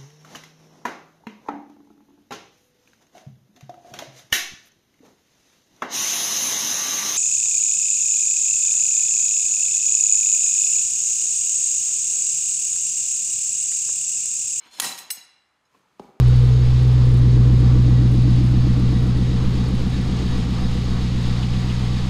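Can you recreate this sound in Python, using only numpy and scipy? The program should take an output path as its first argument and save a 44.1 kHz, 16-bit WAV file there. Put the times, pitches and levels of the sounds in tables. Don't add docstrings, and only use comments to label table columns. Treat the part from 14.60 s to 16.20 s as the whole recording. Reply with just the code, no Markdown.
import sys
import numpy as np
from scipy import signal
from scipy.io import wavfile

SR = 44100
rng = np.random.default_rng(int(sys.argv[2]) if len(sys.argv) > 2 else 0)


def gain_from_db(level_db):
    decades = np.asarray(level_db, float) / 20
    return 10 ** decades


def int16_out(signal):
    q = np.round(np.clip(np.atleast_2d(signal).T, -1, 1) * 32767)
    wavfile.write(sys.argv[1], SR, q.astype(np.int16))


N = 70560
T = np.arange(N) / SR

# [f/Hz, level/dB]
HUM_COLOUR = [(18, -56), (30, -30.5), (54, -7), (539, -11), (714, -4), (854, -20), (970, -4.5),
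              (13500, -31.5)]

# [f/Hz, level/dB]
RASP = [(0, -60), (.03, -59), (.066, -54), (.085, -59), (.11, -69.5)]
RASP_COLOUR = [(88, -48.5), (150, -13), (244, -1), (662, -10.5), (1020, -3), (3620, -4.5), (4160, -10.5),
               (16000, -35)]
# [f/Hz, level/dB, decay by 60 dB/s]
SINGING = [(972, -9, 0.038), (2130, -9.5, 0.039), (2350, -8, 0.027), (3130, -7.5, .04), (3440, -11.5, 0.12),
           (4190, -1, .08), (4380, -3.5, 0.02), (5330, -8, .06), (6390, -11, .05), (6750, -9, 0.063),
           (8450, -12.5, .04), (9720, -18.5, 0.063), (11500, -17, .05), (12100, -21, .04)]
# [f/Hz, level/dB, decay by 60 dB/s]
CASTING = [(149.5, -15.5, 0.096), (205, -11, 0.062), (264, -8.5, 0.042), (371, -18.5, .1),
           (500, -15.5, 0.049), (773, -2, 0.04), (939, -4, 0.0495), (1054, -7.5, 0.064),
           (1581.4, -6.5, 0.035), (1910, -7, 0.017), (2370, -17.5, 0.077), (2709, -5, .1)]

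# [t/s, f/Hz, level/dB, rise/s,
# decay by 60 dB/s]
GLANCES = [(0.014, 2250, -61, 0.0091, 0.13), (.02, 2950, -59.5, 0.012, 0.13),
           (.04, 2600, -58.5, 0.0073, 0.068), (0.129, 7050, -52.5, 0.0058, 0.073),
           (0.158, 3050, -53.5, .008, .07), (.16, 6800, -58, .008, .05), (.165, 5200, -53, 0.008, 0.049),
           (0.212, 10400, -30.5, 0.007, .1), (0.22, 1910, -34, .018, 0.14), (.228, 9930, -32.5, .006, .08),
           (.238, 5150, -31.5, .006, .08), (.239, 9350, -34.5, .004, .1), (.24, 13550, -43, .008, .08),
           (.245, 8010, -31.5, .006, .08), (.25, 7030, -33.5, 0.005, 0.15), (0.263, 5200, -36, 0.0046, .08),
           (0.262, 3990, -28.5, 0.0031, 0.069), (.27, 8450, -37, 0.0054, 0.067),
           (0.277, 6590, -35, 0.0057, 0.096), (.285, 7560, -38, .006, .08),
           (0.291, 3990, -34, 0.0042, 0.031), (0.313, 4000, -34.5, .014, 0.058),
           (0.34, 6620, -45, .008, 0.083), (0.373, 4037, -47, 0.018, 0.24),
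           (.566, 5265, -47, 0.0073, 0.087), (0.568, 2900, -46, 0.0021, 0.046),
           (0.572, 1800, -47, 0.0018, 0.029), (.608, 3965, -42.5, .008, 0.052),
           (.62, 4400, -75, 0.0091, 0.063), (1.24, 860, -67.5, .02, 0.24)]

# [f/Hz, level/dB]
PULL = [(.09, -75.5), (.115, -58), (.14, -50.5), (.166, -52.5), (.195, -45.5), (.2, -61)]
PULL_COLOUR = [(88, -48.5), (150, -12), (905, -14), (3350, -8.5), (4080, -8.5), (4670, -18), (7180, -9),
               (16000, -32.5)]
# [t/s, f/Hz, level/dB]
WHINE = [(.105, 4080, -75.5), (.12, 4130, -60.5), (.135, 4230, -55), (.155, 4120, -55.5),
         (.175, 4150, -55.5), (.197, 3900, -60.5)]

# [t/s, ring level/dB, crack level/dB, rise/s, fall/s]
BANGS = [
    (.176, -59, -48.5, 0.0007, .004),
    (0.1989, -19.5, -14.5, .0007, 0.0042),
]
# [f/Hz, level/dB, decay by 60 dB/s]
TAUT = [(1954, -14.5, 0.069), (3300, -5.5, .012), (4524, -10.5, .012), (6785, 0, 0.04), (9200, 2, 0.028),
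        (10380, -8, 0.02), (11360, -4, 0.018), (14000, -18.5, .02)]
# [f/Hz, level/dB per Hz]
CRACK_COLOUR = [(180, -54), (300, -26.5), (3240, -9), (3760, -3.5), (5900, -17.5), (6740, -2.5), (7440, -1),
                (9240, -17.5), (16000, -20)]

# [t/s, level/dB, softness f/Hz]
KNOCKS = [
    (0.186, -38.5, 1500),
    (.219, -31.5, 1500),
    (0.242, -35, 600),
    (0.505, -42.5, 500),
    (0.57, -44, 830),
]
# [f/Hz, level/dB, decay by 60 dB/s]
SLAB = [(60, -25.5, 0.2)]

# [f/Hz, level/dB]
RATTLE = [(.2, -47.5), (.214, -43.5), (.221, -33.5), (.248, -28), (.28, -35.5), (.32, -39), (.37, -49.5),
          (.42, -51), (.5, -75)]
RATTLE_COLOUR = [(59, -42.5), (100, -26.5), (193, -13.5), (950, -5), (1330, -5), (1910, -11), (2170, -6.5),
                 (6840, -1), (16000, -14.5)]

# [t/s, rod level/dB, weight level/dB, crack level/dB, contact/s]
BLOWS = [
    (.376, -36, -48, -36.5, .006),
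    (0.383, -42, -40, -35, 0.011),
    (0.5022, -24, -33, -24, 0.0061),
    (.506, -39, -25, -36, 0.0054),
    (0.569, -40.5, -76, -60, 0.007),
    (.613, -53, -80, -71, 0.0055),
    (1.05, -65.5, -95, -84, .01),
]
# [level/dB, decay by 60 dB/s]
ROD_HZ = [2150, 2830, 2935, 3950, 4005, 4050, 4400, 5150, 5190, 5270, 6540, 6627, 7030, 7565]
ROD = [(-22.5, 0.044), (-9.5, .04), (-18.5, .06), (-15.5, 0.062), (-24.5, 0.77), (-4, 0.07), (-36.5, .08),
       (-17.5, 0.059), (-4, 0.062), (-21, 0.21), (-13, 0.13), (-15, 0.26), (-19.5, .08), (-24, .1)]
# [level/dB, decay by 60 dB/s]
WEIGHT_HZ = [8032, 9351, 9706, 9743, 10400, 10800, 11430, 11820, 13230, 13500, 14550, 14700, 15350, 15510]
WEIGHT = [(-3, 0.13), (1.5, 0.054), (-8, 0.11), (-21, 0.35), (-11.5, 0.12), (-24, 0.28), (-13, 0.21),
          (-3, 0.11), (-21, 0.26), (-3.5, 0.087), (-17, 0.13), (-27, 0.14), (-14, .12), (-14.5, 0.14)]
# [f/Hz, level/dB per Hz]
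CLINK_COLOUR = [(710, -49), (1200, -10), (3950, -8.5), (4600, -6), (5180, 2), (5710, -6.5), (11800, -15),
                (16000, -16)]

# [f/Hz, level/dB]
SHUFFLE = [(1.05, -86), (1.12, -70.5), (1.16, -64.5), (1.25, -72.5), (1.38, -70), (1.43, -58.5),
           (1.5, -66.5), (1.6, -75)]
SHUFFLE_COLOUR = [(59, -50), (100, -21), (129, -0.5), (854, -11), (950, 3), (1130, -11.5), (4020, -17.5),
                  (6290, -21.5), (16000, -33)]
# [f/Hz, level/dB, decay by 60 dB/s]
SOLE = [(234, -17, 0.047), (396, -8.5, 0.074), (1020, 8, 0.012), (1400, -5.5, 0.017), (2532, -5, 0.026)]
SQUEAK = [(862, -34, 0.067), (2210, -33, 0.043), (6170, -32, 0.016)]

# [t/s, level/dB, softness f/Hz, tick level/dB]
THUDS = [
    (1.3949, -30, 1500, -41),
    (1.424, -44, 590, -100),
    (1.443, -39.5, 699, -68),
    (1.489, -44, 599, -88),
    (1.549, -64.5, 600, -78.5),
]
# [f/Hz, level/dB, decay by 60 dB/s]
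ROCK = [(179.2, -4.5, 0.037), (245.3, -7.5, 0.042), (392.5, -2, 0.067), (506, -10.5, 0.042),
        (615, -8, 0.032), (813, 1.5, 0.027), (978, -3.5, 0.02), (1256, -6, 0.02)]

# [f/Hz, decay by 60 dB/s]
SHOP_T60 = [(100, 0.46), (500, 1), (2000, 0.92), (6000, .5), (11000, 0.24), (15000, 0.13)]


def rms_one(x):
    return x / np.sqrt(np.mean(x ** 2) + 1e-30)


def high(x, hz):
    return signal.sosfilt(signal.butter(4, hz, "high", fs=SR, output="sos"), x)


def at_hz(points, hz):
    table_hz, values = np.transpose(points)
    return np.interp(np.log(hz), np.log(table_hz), values)


def gain_curve(rows):
    s, db = np.transpose(rows)
    return gain_from_db(np.interp(T, s, db, left=-150, right=-150))


def bank(x, gain):
    edges = 28 * 2 ** np.arange(0, 9.6, .5)
    out = np.zeros(N)
    for k, (low, top) in enumerate(zip(edges, edges[1:])):
        sos = signal.butter(2, [low, top], "band", fs=SR, output="sos")
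        band = signal.sosfilt(sos, x + 1e-18)
        out += (-1) ** k * gain(np.sqrt(low * top)) * band
    return out


def colour(x, spectrum):
    return bank(x, lambda hz: gain_from_db(at_hz(spectrum, hz)))


def drift(rate_hz):
    knots = int(N / SR * rate_hz * 2) + 2
    return np.interp(T * rate_hz * 2, np.arange(knots), rng.standard_normal(knots))


def swell(s, rise, fall):
    return np.clip((T - s) / rise, 0, 1) * np.exp(-np.maximum(T - s - rise, 0) / fall)


def grains(per_s, uneven_db):
    sizes = gain_from_db(uneven_db * np.minimum(rng.exponential(1, N), 4)) * rng.standard_normal(N)
    return rms_one(sizes * (rng.random(N) < per_s / SR))


def strikes(s, db, spread):
    out = np.zeros(N)
    moments = s + spread * rng.random(len(s))
    out[(moments * SR).astype(int)] = gain_from_db(db)
    return out


def soft(rows):
    out = np.zeros(N)
    for s, db, hz in rows:
        u = np.maximum(T - s, 0) * 2 * np.pi * hz
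        out += gain_from_db(db) * u * np.exp(-u) * 2 * np.pi * hz / SR
    return out


def ring(force, modes):
    out = np.zeros(N)
    for k, (hz, db, t60) in enumerate(modes):
        r = gain_from_db(-60 / (max(t60, .005) * SR))
        w = 2 * np.pi * hz / SR
        mode = signal.lfilter([0, np.sin(w)], [1, -2 * r * np.cos(w), r * r], force(hz) + 1e-18)
        out += (-1) ** k * gain_from_db(db) * mode
    return out


def waver(force, modes, wobble_db, wobble_hz):
    out = np.zeros(N)
    for k, mode in enumerate(modes):
        out += (-1) ** k * gain_from_db(wobble_db * drift(wobble_hz)) * ring(force, [mode])
    return out


def steel_modes(pitches, table, db_share=1, longest=9):
    return [(hz, db_share * db, min(longest, t60)) for hz, (db, t60) in zip(pitches, table)]


def friction(curve, spectrum, per_s, modes, ring_db, cast_db, glide=0):
    gain = gain_curve(curve)
    catches = grains(per_s / 8, 2.0)

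    def force(hz):
        return gain * np.roll(catches, rng.integers(N))

    hiss = gain * rms_one(colour(grains(per_s, .8), spectrum))
    glided = T + .5 * glide * np.minimum(T - curve[3][0], .1) ** 2
    steel = rms_one(np.interp(glided, T, ring(force, modes)))
    iron = rms_one(ring(force, CASTING))
    return hiss + np.sqrt(np.mean(gain ** 2)) * (gain_from_db(ring_db) * steel + gain_from_db(cast_db) * iron)


def hum():
    x = gain_from_db(-70) * rms_one(colour(rng.standard_normal(N), HUM_COLOUR))
    return signal.sosfilt(signal.butter(4, 12000, fs=SR, output="sos"), x)


def first_pull():
    return friction(RASP, RASP_COLOUR, 9000, SINGING, ring_db=-1.5, cast_db=-9, glide=0.4)


def glances():
    out = np.zeros(N)
    for s, hz, db, rise, t60 in GLANCES:
        rough = gain_from_db(db + 4.5 * drift(119.6))
        out += rough * swell(s, rise, t60 / np.log(1000)) * np.sin(2 * np.pi * hz * T)
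    return out


def second_pull():
    return friction(PULL, PULL_COLOUR, 9000, SINGING, ring_db=0, cast_db=-20, glide=-0.24)


def whine():
    s, hz, db = np.transpose(WHINE)
    phase = 2 * np.pi * np.cumsum(np.interp(T, s, hz)) / SR
    return gain_curve(list(zip(s, db))) * gain_from_db(2.2 * drift(98)) * np.sin(phase)


def bang():
    s, ring_db, crack_db, rise, fall = np.transpose(BANGS)
    crack = sum(gain_from_db(db) * swell(t, a, b) for t, db, a, b in zip(s, crack_db, rise, fall))
    crack = crack * rms_one(colour(grains(18000, 1.5), CRACK_COLOUR))
    snap = high(strikes(np.array([0.22]), -6.5, 0), 500)
    return snap + ring(lambda hz: strikes(s, ring_db, 2 * rise), TAUT) + crack


def casting_knocks():
    return ring(lambda hz: soft(KNOCKS), CASTING)


def floor_boom():
    return ring(lambda hz: soft([(row[0], row[1], hz) for row in KNOCKS + THUDS]), SLAB)


def rattle():
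    shaken = steel_modes(ROD_HZ + WEIGHT_HZ[:8], ROD + WEIGHT[:8], db_share=.25, longest=.06)
    return friction(RATTLE, RATTLE_COLOUR, 12000, shaken, ring_db=-5, cast_db=-8)


def minor_modes(count):
    pitches = np.linspace(5630, 13820, count) * rng.uniform(.98, 1.02, count)
    uneven = rng.standard_normal(count)
    return [(hz, -21 + 2 * z, .08 * (5000 / hz) ** .3) for hz, z in zip(pitches, uneven)]


def blows():
    s, rod_db, weight_db, crack_db, contact = np.transpose(BLOWS)

    def on_weight(hz):
        return strikes(s, weight_db, contact)

    rod = waver(lambda hz: strikes(s, rod_db, contact), steel_modes(ROD_HZ, ROD), 2.5, 24.84)
    weight = waver(on_weight, steel_modes(WEIGHT_HZ, WEIGHT), 2.5, 59.3)
    weight += ring(on_weight, minor_modes(count=44))
    crack = sum(gain_from_db(db) * swell(t, .5 * c, 0.48 * c) for t, db, c in zip(s, crack_db, contact))
    crack = crack * rms_one(colour(grains(18000, 1.5), CLINK_COLOUR))
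    return high(rod + weight + crack, 1310)


def shoe():
    rub = rng.standard_normal(N)
    shape = swell(1.138, rise=0.014, fall=0.003)
    scuff = ring(lambda hz: shape * grains(9000, 1.5), SOLE)
    drag = rms_one(colour(rub, SHUFFLE_COLOUR)) + ring(lambda hz: rub, SQUEAK)
    return gain_from_db(-48) * scuff / np.max(np.abs(scuff)) + gain_curve(SHUFFLE) * drag


def floor_knocks():
    push = soft([row[:3] for row in THUDS])
    spread_cycles = 0.78
    knock = ring(lambda hz: np.interp(T - spread_cycles / hz, T, push), ROCK)
    tick = sum(gain_from_db(db) * swell(s, 0.0007, 0.0054) for s, _, _, db in THUDS)
    tick = tick * rng.standard_normal(N)
    return knock + signal.sosfilt(signal.butter(2, 4550, fs=SR, output="sos"), tick)


def shop(x):
    first_echo_s = 0.0081
    tail = bank(rng.standard_normal(N), lambda hz: gain_from_db(-60 * T / at_hz(SHOP_T60, hz)))
    tail = tail * np.clip(T / first_echo_s - 1, 0, 1)
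    return signal.fftconvolve(x, tail / np.sqrt(np.sum(tail ** 2)))[:N]


def scene():
    pulls = first_pull() + glances() + second_pull() + whine()
    hits = bang() + casting_knocks() + rattle() + blows()
    near = high(pulls + hits + shoe() + floor_knocks(), 125)
    return high(near + floor_boom() + gain_from_db(-12) * shop(near) + hum(), 34)[None]


def roll_off(x):
    return signal.sosfilt(signal.butter(12, 16640, fs=SR, output="sos"), x)


def record(dry):
    mix = signal.sosfilt(signal.cheby2(18, 60, 16000, fs=SR, output="sos"), dry)
    return roll_off(mix)


dry = scene()
out = record(dry)
int16_out(out)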